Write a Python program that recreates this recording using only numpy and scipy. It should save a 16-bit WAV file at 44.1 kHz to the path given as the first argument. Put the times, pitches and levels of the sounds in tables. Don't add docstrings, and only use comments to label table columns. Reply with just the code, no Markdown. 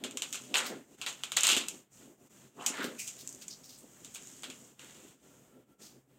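import sys
import numpy as np
from scipy import signal
from scipy.fft import rfft, irfft, next_fast_len
from scipy.io import wavfile
from scipy.ndimage import map_coordinates

SR = 44100
rng = np.random.default_rng(int(sys.argv[2]) if len(sys.argv) > 2 else 0)


def ratio_of_db(decibels):
    return 10 ** (np.asarray(decibels, float) / 20)


def store_wav(level_fs):
    pcm = np.round(np.clip(np.atleast_2d(level_fs), -1, 1) * 32767)
    wavfile.write(sys.argv[1], SR, pcm.T.astype(np.int16))


N = 272930


def unit(x):
    return x / np.sqrt(np.mean(x ** 2) + 1e-20)


def along(points, hz):
    point_hz, value = np.transpose(points)
    return np.interp(np.log(hz + 1), np.log(point_hz + 1), value)


def curves(rows):
    time_s, *columns = np.transpose(rows)
    return [np.interp(np.arange(N) / SR, time_s, column) for column in columns]


def filtered(x, response):
    size = next_fast_len(x.shape[-1] + 8192)
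    spectrum = rfft(x, size) * response(np.fft.rfftfreq(size, 1 / SR))
    return irfft(spectrum, size)[..., :x.shape[-1]]


def resonant(x, modes):
    def ring(hz):
        total = 0
        for k, (centre, width, db) in enumerate(modes):
            damping = 1j * hz * width
            total = total + (-1) ** k * ratio_of_db(db) * damping / (centre * centre - hz * hz + damping)
        return total ** 2

    def even_power(hz):
        response = ring(hz)
        return response / np.sqrt(np.mean(abs(response) ** 2))

    return filtered(x, even_power)


def wobble(rate):
    knots = rng.standard_normal(int(N * rate / SR) + 4)
    return map_coordinates(knots, [np.arange(N) * rate / SR])


def grains(rate, spread_db, smooth, life):
    sizes = ratio_of_db(spread_db * rng.exponential(size=N).clip(0, 2))
    slips = (rng.random(N) < rate / SR) * sizes
    puffs = unit(signal.lfilter([1], [1, -np.exp(-1 / (life * SR))], slips))
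    return rng.standard_normal(N) * (puffs + smooth) / np.sqrt(1 + smooth + smooth ** 2)


# pitch_hz, t60_s
ROOM_DECAY = [(300, 0.35), (2000, 0.23), (6000, 0.18), (14000, 0.11)]


def room_answer():
    hz, t, cells = signal.stft(rng.standard_normal(SR // 2), SR, nperseg=256)
    decay = ratio_of_db(-60 * t / along(ROOM_DECAY, hz)[:, None])
    answer = signal.istft(cells * decay, SR, nperseg=256)[1]
    answer = np.pad(answer, (round(.004 * SR), 0))
    return answer / np.linalg.norm(answer)


# start_s, level_db (crisp part), middle_db (over crisp), answer_db (over burst)
TAPE_SNAPS = [(0.0384, -27, 1.5, 1.5), (0.1098, -34.5, -4, -3.5), (0.172, -23, -4, -3.5),
              (0.2208, -21.5, -0.5, -1.5), (0.327, -22.5, -7.5, 0.5), (0.344, -31.5, 1.5, 4),
              (0.3557, -30, -8, -3), (0.542, -23.5, 8.5, 2), (0.5552, -22.5, 8, -2), (0.569, -20.5, -7, 3),
              (0.582, -22, 1.5, 0), (1.0146, -31, 3.5, 2.5), (1.0632, -27.5, 3.5, 4.5),
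              (1.0856, -30, -16, 3), (1.1273, -36, -7, -0.5), (1.2356, -25, 1, -2.5),
              (1.3191, -24.5, 1, -2), (1.3657, -21, -4, -6), (1.3696, -12.5, 1.5, -2), (1.386, -23, -3, -5),
              (1.4077, -16.5, -18, -8), (1.4336, -12.5, -3, 0.5), (1.451, -20.5, -1, -4),
              (1.469, -11, -1, -5.5), (1.478, -16, -0.5, -5.5), (1.4892, -14.5, 1, 0.5),
              (1.5, -18, 2.5, -1.5), (1.5151, -16.5, -0.5, 2.5), (1.5659, -20, 0, 5),
              (1.6843, -19, -9, -5.5), (2.663, -12.5, -7, -3), (2.6805, -22, -24, 2), (2.843, -29, 2, -2.5),
              (3.072, -32, -11, 10), (3.2746, -28, -18, -6), (3.2913, -32.5, -27, -2),
              (3.3258, -34, -30, -7), (3.348, -38, -25, -10), (3.414, -41.5, -6.5, 6),
              (3.4813, -29.5, -14, -3), (4.047, -35, -6, 0), (4.148, -31.5, -6, -2), (4.1571, -35.5, 0, 1),
              (4.4335, -33.5, 3, -1), (4.4409, -36.5, 5, -0.5), (4.5005, -35.5, 1.5, 0),
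              (4.7941, -43.5, 4.5, -5)]
THIN_TAPE = [(5200, 14000, 0), (7070, 2590, 14.5), (14000, 3900, -6.5)]
THICK_TAPE = [(2330, 1590, -2.5), (3150, 2040, 1)]
CARD_PANEL = [(892, 1910, 0), (1354, 496, 7), (1994, 866, -1)]


def snaps():
    out, t = np.zeros(N + SR), np.arange(256) / SR
    for start_s, level_db, middle_db, answer_db in TAPE_SNAPS:
        burst = rng.standard_normal(len(t)) * np.exp(-t / 0.0022)
        burst[0] = 3.5
        sound = ratio_of_db(answer_db) * 4 * room_answer()
        sound[:len(t)] += burst * 4 / np.linalg.norm(burst)
        shifted = np.multiply(THICK_TAPE, [np.exp(.07 * rng.standard_normal()), 1, 1])
        card_db = -9.5 + 1.4 * middle_db
        crisp = resonant(sound, THIN_TAPE)
        middle = ratio_of_db(middle_db) * resonant(sound, shifted)
        dull = ratio_of_db(card_db) * resonant(sound, CARD_PANEL)
        out[round(start_s * SR):][:len(sound)] += ratio_of_db(level_db) * (crisp + middle + dull)
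    return out[:N]


# start_s, hold_s, thin_tape_db, thick_tape_db, card_db
FIRM_STROKES = [(0.532, 0.083, -47.5, -46.5, -44.5), (1.35, 0.1, -58, -41, -63.5),
                (1.419, 0.085, -38.5, -33.5, -47.5), (2.591, 0.12, -53.5, -58, -54),
                (2.718, 0.077, -58, -49, -47.5)]


def strokes(db, lag_s, swell_s):
    release_db_per_s = 153.5
    start_s, hold_s = np.transpose(FIRM_STROKES)[:2, :, None]
    t = np.arange(N) / SR - start_s - lag_s
    rise = (t / swell_s).clip(0, 1)
    fall = ratio_of_db(-release_db_per_s * (t - swell_s - hold_s).clip(0))
    return np.sum((ratio_of_db(db)[:, None] * rise * fall) ** 2, axis=0)


# time_s, hiss_db, rustle_db, low_boom_db
BACKGROUND_SWELLS = [(0.0, -74, -68, -55), (0.35, -51, -64.5, -59), (0.54, -62.5, -62.5, -57),
                     (0.8, -69, -81, -58.5), (1.05, -62.5, -63.5, -67.5), (1.36, -59.5, -63, -62.5),
                     (1.76, -57.5, -70, -60.5), (1.9, -78, -77, -71.5), (1.92, -59, -75, -77),
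                     (2.03, -63, -67.5, -61), (2.17, -75.5, -87.5, -64), (2.37, -64, -71.5, -67.5),
                     (2.56, -66, -71, -57.5), (2.95, -58.5, -67, -65.5), (3.23, -55.5, -66.5, -63.5),
                     (3.78, -67.5, -77.5, -64.5), (4.26, -55, -64.5, -62.5), (4.64, -60, -71, -61),
                     (4.78, -72, -76, -71), (4.8, -57.5, -59, -61), (5.08, -62.5, -67.5, -63),
                     (5.45, -72, -79.5, -64.5), (5.6, -86.5, -81.5, -60), (5.78, -84, -86, -66.5),
                     (5.8, -57.5, -65.5, -58.5), (6.07, -90, -91, -68), (6.1, -86.5, -82, -65)]
# centre_hz, width_hz, level_db (relative, one pass)
BOX_BODY = [(150, 92, -9), (279.6, 96, -0.5), (400, 92, 2), (504, 350, -4)]


def handling():
    card_under_db = -6.5
    swell_s = 0.039
    boom_over_db, boom_lag_s, boom_swell_s = 0.5, 0.05, 0.029
    hiss_db, rustle_db, low_boom_db = curves(BACKGROUND_SWELLS)
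    thin_db, thick_db, scrape_db = np.transpose(FIRM_STROKES)[2:]

    def with_power(db, power):
        return 10 * np.log10(ratio_of_db(db) ** 2 + power)

    crisp_db = with_power(hiss_db, strokes(thin_db, 0, swell_s))
    deep_db = with_power(rustle_db, strokes(thick_db, 0, swell_s))
    card_db = with_power(rustle_db + card_under_db, strokes(scrape_db, 0, swell_s))
    boom_power = strokes(scrape_db + boom_over_db, boom_lag_s, boom_swell_s)
    boom_db = with_power(low_boom_db, boom_power)

    smooth_share = .6 + 3 * ratio_of_db(-crisp_db - 62).clip(0, 2)
    slips = grains(rate=300, spread_db=6, smooth=smooth_share, life=.0015)
    rub = grains(rate=90, spread_db=6, smooth=1.2, life=.005)
    thin_tape = ratio_of_db(crisp_db) * resonant(slips, THIN_TAPE)
    thick_tape = ratio_of_db(deep_db) * resonant(slips, THICK_TAPE)
    card = ratio_of_db(card_db) * resonant(0.5 * slips + 1.23 * rub, CARD_PANEL)
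    lumps = ratio_of_db(3.9 * wobble(25)) * rng.standard_normal(N)
    boom = ratio_of_db(boom_db) * unit(resonant(lumps, BOX_BODY))
    return thin_tape + thick_tape + card + boom


# start_s, push_db
BOX_KNOCKS = [(1.52, -14), (1.565, -7), (2.045, -33), (2.075, -27.5), (2.699, -18.5), (2.842, -7),
              (2.879, -19), (3.228, -27.5), (4.833, -26.5), (5.81, -29.5)]


def knocks():
    blows = np.zeros(N)
    start_s, push_db = np.transpose(BOX_KNOCKS)
    blows[np.round(start_s * SR).astype(int)] = ratio_of_db(push_db)
    pushes = np.convolve(blows, np.hanning(40) / 20)[:N]
    return resonant(pushes, BOX_BODY)


# start_s, level_db (rms at the crest), centre_hz, width_hz, length_s
SOFT_BRUSHES = [(0.657, -43, 4570, 6640, 0.04), (2.564, -49.5, 900, 516, 0.18),
                (2.593, -53, 2870, 500, 0.042), (2.82, -44.5, 3670, 6900, 0.054),
                (2.8, -40, 1527, 400, 0.06), (2.979, -47.5, 2520, 590, 0.058),
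                (2.98, -43, 6840, 3920, 0.077), (3.18, -51.5, 5400, 6000, 0.051),
                (3.415, -53, 4370, 6000, 0.025), (3.499, -47.5, 5200, 2250, 0.042),
                (3.632, -54, 5740, 4200, 0.048), (3.685, -55.5, 5360, 5200, 0.093),
                (3.776, -56.5, 7670, 3000, 0.038), (4.14, -48.5, 7450, 4000, 0.022),
                (5.808, -55, 5670, 4880, 0.094)]


def brushes():
    out = np.zeros(N + SR)
    friction = grains(rate=400, spread_db=5, smooth=1.3, life=.002)
    for start_s, level_db, centre_hz, width_hz, length_s in SOFT_BRUSHES:
        start = round(start_s * SR)
        u = np.arange(SR // 2) / SR / length_s
        rub = resonant(friction[start - SR // 4:][:len(u)], [(centre_hz, width_hz, 0)])
        out[start:][:len(u)] += ratio_of_db(level_db) * rub * 8 * u * np.exp(-3 * u)
    return out[:N]


# pitch_hz, level_db (relative)
AIR_COLOUR = [(24, -47.5), (40, -17), (209, 1.5), (297, -5.5), (372, -8.5), (422, -10.5), (697, -11.5),
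              (3060, -21), (4240, -29), (7540, -17), (16000, -29.5)]
# time_s, pitch_hz, level_db (before its wobble)
BREATHY_WHISTLE = [(5.17, 1400, -73), (5.4, 1360, -77), (5.67, 1360, -70.5), (5.82, 1350, -74)]


def room_tone():
    air = filtered(rng.standard_normal(N), lambda hz: ratio_of_db(along(AIR_COLOUR, hz)))
    hiss_db = curves(BACKGROUND_SWELLS)[0]
    air_db = -63 + 0.31 * (hiss_db + 62).clip(-40, 0)
    hz, db = curves([(5.1, 1400, -120), *BREATHY_WHISTLE, (5.9, 1350, -120)])
    phase = 2 * np.pi * np.cumsum(hz + 15 * wobble(30)) / SR
    whistle = ratio_of_db(db) * wobble(70) * np.sin(phase)
    return ratio_of_db(air_db) * unit(air) + whistle


# centre_hz, width_hz, level_db (a lone resonance: no effect on loudness)
BUILDING_DRONE = [(131, 20, 4.5)]


def drone():
    rumble = ratio_of_db(-73) * resonant(rng.standard_normal(N), BUILDING_DRONE)
    hum = ratio_of_db(-85.5) * np.sin(2 * np.pi * 60 * np.arange(N) / SR)
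    return rumble + hum


# centre_s, depth_db, width_s (from the centre to 1/e of the depth)
LEVEL_DIPS = [(0.871, -6.5, 0.047), (0.969, -10, 0.013), (1.881, -11.5, 0.05), (2.171, -6.5, .025),
              (2.29, -12.5, 0.009), (2.523, -10, 0.038), (4.762, -5.5, .03), (5.186, -11.5, 0.048),
              (5.661, -9, 0.025), (5.771, -10.5, 0.029), (6.056, -7, 0.043)]


def dips():
    t = np.arange(N) / SR
    return ratio_of_db(sum(db * np.exp(-((t - s) / width) ** 2) for s, db, width in LEVEL_DIPS))


def scene():
    near = handling() + knocks() + brushes()
    reverb = ratio_of_db(-10.0) * signal.fftconvolve(near, room_answer())[:N]
    soft = near + reverb + room_tone() + drone()
    return (dips() * soft + snaps())[None]


def band_limit(x):
    return signal.sosfilt(signal.butter(12, 16780, fs=SR, output="sos"), x)


# pitch_hz, level_db
CAPSULE = [(25, -19.5), (55, 0.5), (8800, 0), (10400, -5), (12500, 3.5), (16000, 7.5)]


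def record(dry):
    top_hz = 15900
    rounded = dry / (1 + abs(dry / .33) ** 4) ** (1 / 4)

    def capsule(hz):
        return ratio_of_db(along(CAPSULE, hz)) / (1 + (hz / top_hz) ** 120)

    return band_limit(filtered(rounded, capsule))


dry = scene()
out = record(dry)
store_wav(out)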